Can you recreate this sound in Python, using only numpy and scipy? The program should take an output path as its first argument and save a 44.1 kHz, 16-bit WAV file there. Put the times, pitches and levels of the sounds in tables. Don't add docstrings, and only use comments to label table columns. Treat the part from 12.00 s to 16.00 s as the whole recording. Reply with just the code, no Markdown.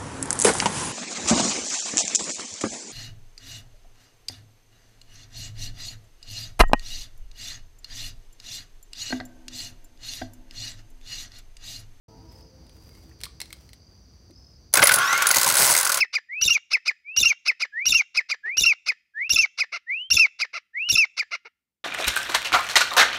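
import sys
import numpy as np
from scipy import signal
from scipy.fft import rfft, irfft
from scipy.io import wavfile
from scipy.ndimage import uniform_filter1d

SR = 44100
rng = np.random.default_rng(int(sys.argv[2]) if len(sys.argv) > 2 else 0)


def ratio_of_db(decibels):
    return 10 ** (np.asarray(decibels, float) / 20)


def to_wav(s):
    ch = np.atleast_2d(s).T
    pcm = np.round(np.clip(ch, -1, 1) * 32767)
    wavfile.write(sys.argv[1], SR, pcm.astype(np.int16))


N = 176400
T = np.arange(N) / SR
START_S = 2.737

# f/Hz, level/dB
GRIND_SPECTRUM = [(250, -25.5), (1250, -9), (2200, -10), (3000, -12.5), (5500, -18.5), (15800, -32)]


def evened(x):
    return x / np.sqrt(np.mean(x ** 2) + 1e-20)


def curve(table, column):
    rows = np.array(table)
    return np.interp(T, rows[:, 0], rows[:, column])


def coloured(points):
    f, db = np.transpose(points)
    hz = np.fft.rfftfreq(N, 1 / SR)
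    gain = ratio_of_db(np.interp(np.log(hz + 1), np.log(f), db, right=-90))
    return evened(irfft(rfft(rng.standard_normal(N)) * gain, N))


def resonate(x, hz, width):
    turn = np.exp(2j * np.pi * np.cumsum(hz * np.ones(len(x))) / SR)
    r = np.exp(-np.pi * width / SR)
    return 2 * (turn * signal.lfilter([1 - r], [1, -r], x / turn)).real


def fuzzy(hz, width):
    once = resonate(rng.standard_normal(N), hz, width)
    return evened(resonate(once, hz, width))


def bursts(times, dbs, t60, rise_s):
    spikes, t = np.zeros(N), T[:9000]
    np.add.at(spikes, (np.asarray(times) * SR).astype(int), ratio_of_db(dbs))
    envelope = (1 - np.exp(-t / rise_s)) * ratio_of_db(-60 * t / t60)
    return signal.oaconvolve(spikes, envelope)[:N]


def window(start, length, edge_s):
    return np.clip(np.minimum(T - start, start + length - T) / edge_s, 0, 1)


def rattle(depth_db, smooth):
    return ratio_of_db(depth_db * evened(uniform_filter1d(rng.standard_normal(N), int(smooth))))


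def body(x, modes):
    out = 0
    for k, (hz, width, db) in enumerate(modes):
        out = out + (-1) ** k * ratio_of_db(db) * resonate(x, hz, width) / np.sqrt(width / 100)
    return out


def knocks(table, t60, rise_s, width):
    s, db, hz = np.transpose(table)
    pitch = hz[np.clip(np.searchsorted(s, T) - 1, 0, None)]
    tone = np.sin(2 * np.pi * np.cumsum(pitch * rattle(0.35, 90)) / SR)
    return bursts(s, db, t60, rise_s), tone + 0.6 * fuzzy(pitch, width)


def traffic():
    # f/Hz, level/dB
    night_spectrum = [(30, -10), (59, -2.5), (290, -22), (1000, -35), (4000, -45.5), (6500, -49.5),
                      (7500, -51.5), (15800, -52)]
    fading = ratio_of_db(-48.5 - 2 * np.minimum(T, 2))
    roar = fading * coloured(night_spectrum) * rattle(1, 3000)
    return roar + ratio_of_db(-63) * fuzzy(62.3, 3.6)


def horn():
    # f/Hz, level/dB
    partials = [(259, -63), (325, -59), (446, -58.5), (520, -60), (640, -66), (675, -64), (781, -63),
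                (878, -61.5), (958, -59), (1028, -67.5), (1280, -67)]
    fade = 0.035
    return sum(ratio_of_db(db - fade * (hz - 106) * T) * fuzzy(hz, 11.0) for hz, db in partials)


def crickets():
    # f/Hz, width/Hz, level/dB
    chorus = [(4750, 540, -64.5), (5930, 580, -69)]
    # t/s, length/s, f/Hz, level/dB
    solos = [
        (0.26, 0.24, 5110, -62.5),
        (.78, 0.3, 4840, -67),
        (1.762, 0.25, 4750, -67),
        (2.326, 0.27, 5146, -60),
    ]
    far = sum(ratio_of_db(db) * fuzzy(hz, width) for hz, width, db in chorus) * rattle(0.42, 170)
    near = sum(ratio_of_db(db) * window(s, n, 0.04) * fuzzy(hz, 150) for s, n, hz, db in solos)
    return far + near * (1 + 0.55 * np.sin(2 * np.pi * 45 * T))


def rustle():
    # t/s, length/s, level/dB
    rubs = [
        (0.305, 0.13, -65),
        (0.687, 0.47, -65),
        (1.395, 0.33, -65.5),
    ]
    cloth = coloured([(500, 1.5), (1500, -6), (16000, -12)]) * rattle(3.7, 150)
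    return cloth * sum(ratio_of_db(db) * window(s, n, n / 6.3) for s, n, db in rubs)


def clicks():
    # t/s, peak level/dB
    contacts = [(0.667, -44), (0.6949, -39.5), (0.951, -42.5), (1.19, -48), (1.205, -34.5), (1.2133, -27),
                (1.2354, -14.5), (1.2417, -23), (1.2545, -25), (1.403, -17), (1.4155, -16.5), (1.457, -36),
                (1.505, -36), (1.5279, -21), (1.691, -38.5), (1.732, -29), (2.3083, -43.5)]
    # f/Hz, level/dB
    click_spectrum = [(180, -42), (300, -15), (1580, -13), (1950, -9), (4800, -1.5), (6600, -12),
                      (9140, -5.5), (15800, -17)]
    s, db = np.transpose(contacts)
    snap = ratio_of_db(-8) * bursts(s, db, 0.01, 0.000069)
    tail = ratio_of_db(-22.5) * bursts(s, db, 0.06, 0.0037)
    ring = ratio_of_db(-18.5) * fuzzy(4210, 200) + ratio_of_db(-19) * fuzzy(2060, 450)
    return coloured(click_spectrum) * (snap + tail) + ring * bursts(s, db, 0.025, 0.0003)


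def knuckles():
    # t/s, peak level/dB, f/Hz
    taps = [
        (0.695, -53, 2320),
        (1.114, -48, 1820),
        (1.12, -53, 2437),
        (1.237, -39, 1110),
        (1.2655, -34.5, 1190),
        (1.434, -51, 2070),
        (1.505, -35, 2030),
        (2.30, -43, 304),
    ]
    shape, ring = knocks(taps, 0.016, 0.001, 500)
    return shape * ring


def squeaks():
    # t/s, length/s, first f/Hz, last f/Hz, level/dB
    glides = [
        (.84, .06, 13300, 13200, -77),
        (.83, .14, 11000, 11900, -77),
        (1.0, .04, 11800, 9800, -74),
        (3.0, .27, 12200, 12200, -47),
        (.88, .16, 2150, 2200, -73),
        (2.29, .04, 330, 290, -55),
    ]
    out = 0
    for s, n, first_hz, last_hz, db in glides:
        glide = fuzzy(np.interp(T, [s, s + n], [first_hz, last_hz]), 100)
        out = out + ratio_of_db(db) * window(s, n, n / 5) * glide
    return out


def tooth_strikes():
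    # t/s, peak level/dB, gear ring level/dB
    engage = [(2.7285, -22, -20), (2.7381, 0, -1), (2.7545, -1.5, -40), (2.771, 1, -30), (2.8014, -30, 15),
              (2.8125, -27, -7), (2.8195, -20, -20), (2.8262, -4.5, -19), (2.837, -7.5, 10),
              (2.8543, -8.5, -6), (2.8707, 3, -7), (2.879, -25, -20), (2.891, -8, -6), (2.9175, -12, 4.5),
              (2.9205, -6, -15), (2.936, -15.5, 7), (2.9395, -0.5, -4), (2.9569, -14, 7),
              (2.9856, -16.5, 5), (3.128, -13, -22), (3.1759, -9.5, -29), (3.2213, -3, -43.5),
              (3.2684, -0.5, -3), (3.2881, -8.5, 4), (3.3115, 0, -12), (3.339, -15, -15), (3.3445, -4, -11),
              (3.3583, -4, -20), (3.3671, -0.5, -23)]
    # t/s, peak level/dB
    chatter = [(3.3253, -14.5), (3.3824, -6), (3.3959, -8), (3.4128, -3.5), (3.4305, -4), (3.4437, -5),
               (3.4624, -6.5), (3.475, -4.5), (3.4878, -4), (3.4991, -3.5), (3.5107, -11), (3.5222, -10.5),
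               (3.5393, -6.5), (3.5526, -4.5), (3.7243, -6), (3.7374, -7.5), (3.7498, -5.5), (3.7639, -6),
               (3.7753, -6), (3.7861, -7), (3.798, -9), (3.8094, -7.5)]
    # t/s, peak level/dB
    coast = [(3.829, -9), (3.847, -13), (3.851, -7), (3.865, -17), (3.872, -7.5), (3.893, -7), (3.9, -15),
             (3.9186, -5), (3.927, -13), (3.9429, -4.5), (3.956, -16), (3.9717, -9), (3.987, -18)]
    # t/s, strike rate/Hz, peak level/dB
    skipping = [
        (3.56, 130.7, -6.5),
        (3.62, 132, -6.5),
        (3.67, 130, -8.5),
        (3.72, 107, -5.5),
    ]
    first_s, last_s = skipping[0][0], skipping[-1][0]
    rate = curve(skipping, 1) * window(first_s, last_s - first_s, 1e-4)
    at = np.flatnonzero(np.diff(np.floor(np.cumsum(rate) / SR)))
    buzz_s = at / SR + 0.0006 * rng.standard_normal(len(at))
    buzz_db = curve(skipping, 2)[at]
    later = np.vstack([np.c_[buzz_s, buzz_db + rng.standard_normal(len(at))], chatter, coast])
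    ring_db = -11 + 4 * rng.standard_normal(len(later))
    return np.vstack([engage, np.c_[later, ring_db]]).T


def teeth():
    # f/Hz, level/dB
    strike_spectrum = [(700, -11.5), (2500, -7), (3200, -17), (4500, -2.5), (9600, -5.5), (12500, -6.5),
                       (15800, -6)]
    # f/Hz, level/dB
    gear_modes = [(4080, -6), (4780, -8.5), (6400, 1), (7300, -11.5), (9080, -3.5), (10900, -4.5)]
    # t/s, level/dB
    singing = [
        (3.4, -4.5),
        (3.6, 5),
        (3.8, 4),
        (3.85, 0),
    ]
    # f/Hz, width/Hz, level/dB
    case_modes = [(542, 75, -7.5), (1048, 99, -2.5), (1367, 48, -7.5), (1490, 85, -3.5), (2057, 54, -7)]
    s, db, ring_db = tooth_strikes()
    shape = bursts(s, db, 0.026, 0.0013)
    grit = rattle(1.5, 40)
    white = rng.standard_normal((4, N)) * grit
    tail = ratio_of_db(-19.5) * bursts(s, db, 0.16, 0.017)
    out = ratio_of_db(-9.0) * coloured(strike_spectrum) * grit * (shape + tail)
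    for hz, gear_db in gear_modes:
        uneven_db = db + 3 * rng.standard_normal(len(s))
        struck = white[0] * bursts(s, uneven_db, 0.018, 0.00083)
        out += ratio_of_db(0.5 + gear_db) * resonate(struck, hz, 514)
    ring = white[1] * bursts(s, db + ring_db, 0.039, 0.00042)
    out += ratio_of_db(9.5) * resonate(ring, 9935, 310)
    out += ratio_of_db(4 + curve(singing, 1)) * resonate(white[2] * shape, 8130, 240)
    out += ratio_of_db(3) * body(white[3] * bursts(s, db, 0.045, 0.002), case_modes)
    return signal.sosfilt(signal.butter(3, 450, "high", fs=SR, output="sos"), out)


def motor_load():
    # t/s, drone level/dB, grind level/dB
    load = [(2.74, -30.5, -39.5), (2.96, -28, -35), (3.0, -21, -28), (3.26, -25.5, -28.5),
            (3.33, -40, -31.5), (3.53, -33, -29), (3.62, -58, -26), (3.78, -34, -33), (3.9, -30.5, -38),
            (4, -37.5, -31)]
    # f/Hz, width/Hz, level/dB
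    drone_modes = [(546, 51, -15), (1108, 46, -1.5), (1380, 29, -1), (1488, 99, 0.5), (1664, 160, -5.5),
                   (2034, 45, -17.5)]
    hum = body(rng.standard_normal(N) * rattle(1.5, 200), drone_modes)
    drone = ratio_of_db(curve(load, 1)) * evened(resonate(hum, 1450, 900))
    grind = ratio_of_db(curve(load, 2)) * coloured(GRIND_SPECTRUM) * rattle(2, 60)
    return window(START_S, 3, 0.011) * (drone + grind)


def blows():
    # t/s, peak level/dB, f/Hz
    impacts = [(2.741, -14, 579), (2.752, -11.5, 2150), (2.771, -5.5, 1490), (2.783, -12, 2292),
               (2.792, -3, 1480), (2.819, 1.5, 1445), (2.826, 3.5, 2185), (2.833, -17.5, 582),
               (2.858, -9, 2070), (2.877, -5.5, 1133), (2.891, -1, 2170), (2.896, -23, 1490),
               (2.909, -6, 1464), (2.916, -5.5, 1453), (2.984, -9.5, 1366), (3.016, -14, 1490),
               (3.128, -4.5, 1373), (3.22, -4.5, 1380), (3.257, -9, 1520), (3.288, -21, 1390),
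               (3.304, -3.5, 1405), (3.338, -12.5, 2010), (3.362, -10, 950), (3.466, -9, 1030),
               (3.502, -13, 1353), (3.567, -12, 1480), (3.582, -14, 1028), (3.68, -20, 1005),
               (3.698, -10.5, 982), (3.712, -13, 992), (3.749, -7.5, 2051), (3.788, -21, 1028),
               (3.803, -22, 999), (3.831, -15, 963), (3.846, -19, 1003), (3.864, -12, 1385),
               (3.897, -11, 1400), (3.923, -15, 1497), (3.976, -14.5, 1406)]
    shape, ring = knocks(impacts, 0.023, 0.006, 150)
    return ratio_of_db(5) * shape * (ring + ratio_of_db(-2.5) * coloured(GRIND_SPECTRUM))


def frame_shake():
    # t/s, level/dB
    thumps = [(2.767, -20), (2.799, -26), (2.906, -26), (2.962, -24.5), (3.36, -24.5), (3.459, -25),
              (3.503, -35), (3.592, -22), (3.625, -29), (3.691, -24)]
    # f/Hz, level/dB
    shake_spectrum = [(40, -20), (120, -4), (300, -9.5), (1000, -3)]
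    return coloured(shake_spectrum) * bursts(*np.transpose(thumps), 0.14, 0.006)


def commutator_whine():
    # t/s, commutator f/Hz, level/dB
    spin = [
        (2.99, 1530, -37),
        (3.04, 1720, -39),
        (3.11, 2000, -33),
        (3.17, 2170, -35),
        (3.28, 2400, -38),
    ]
    # multiple of the commutator frequency, level/dB
    partials = [(.5, 0), (1, 8), (2, 0), (2.999, 2), (3.7, 0)]
    # f/Hz, level/dB
    transmission = [(1800, -8), (2120, 2), (2400, -10), (3350, 4), (3560, -12), (3800, 4), (4000, -12),
                    (5700, 2)]
    whine = 0
    for multiple, db in partials:
        hz = multiple * curve(spin, 1)
        path_db = np.interp(hz, *np.transpose(transmission)) - 9 * np.maximum(hz / 1000 - 5.9, 0)
        tone = np.sin(2 * np.pi * np.cumsum(hz * rattle(0.06, 200)) / SR)
        whine = whine + ratio_of_db(db + path_db) * tone * rattle(3.5, 400)
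    return whine * ratio_of_db(curve(spin, 2)) * window(2.98, 0.3, 0.02)


def reverberation(near):
    t = T[:9000]
    tail = uniform_filter1d(rng.standard_normal(9000), size=3) * ratio_of_db(-60 * t / 0.32) * (t > 0.004)
    return ratio_of_db(-16.5) * signal.oaconvolve(near, tail / np.linalg.norm(tail))[:N]


def scene():
    night = traffic() + horn() + crickets()
    hand = rustle() + clicks() + knuckles() + squeaks()
    motor = motor_load() + frame_shake() + commutator_whine()
    near = hand + teeth() + motor + blows()
    ducking = ratio_of_db(-36 * window(START_S, 3, 0.19))
    return (near + reverberation(near) + night * ducking)[None]


def top_cut(x):
    return signal.sosfilt(signal.butter(12, 16810, fs=SR, output="sos"), x)


def record(dry):
    x = np.tanh(dry * window(0.081, 5, 0.0041) / 0.92) * 0.94
    x = signal.sosfilt(signal.butter(4, 42, "high", fs=SR, output="sos"), x)
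    x = signal.sosfilt(signal.ellip(8, 0.5, 60, 15950, fs=SR, output="sos"), x)
    return top_cut(x)


dry = scene()
out = record(dry)
to_wav(out)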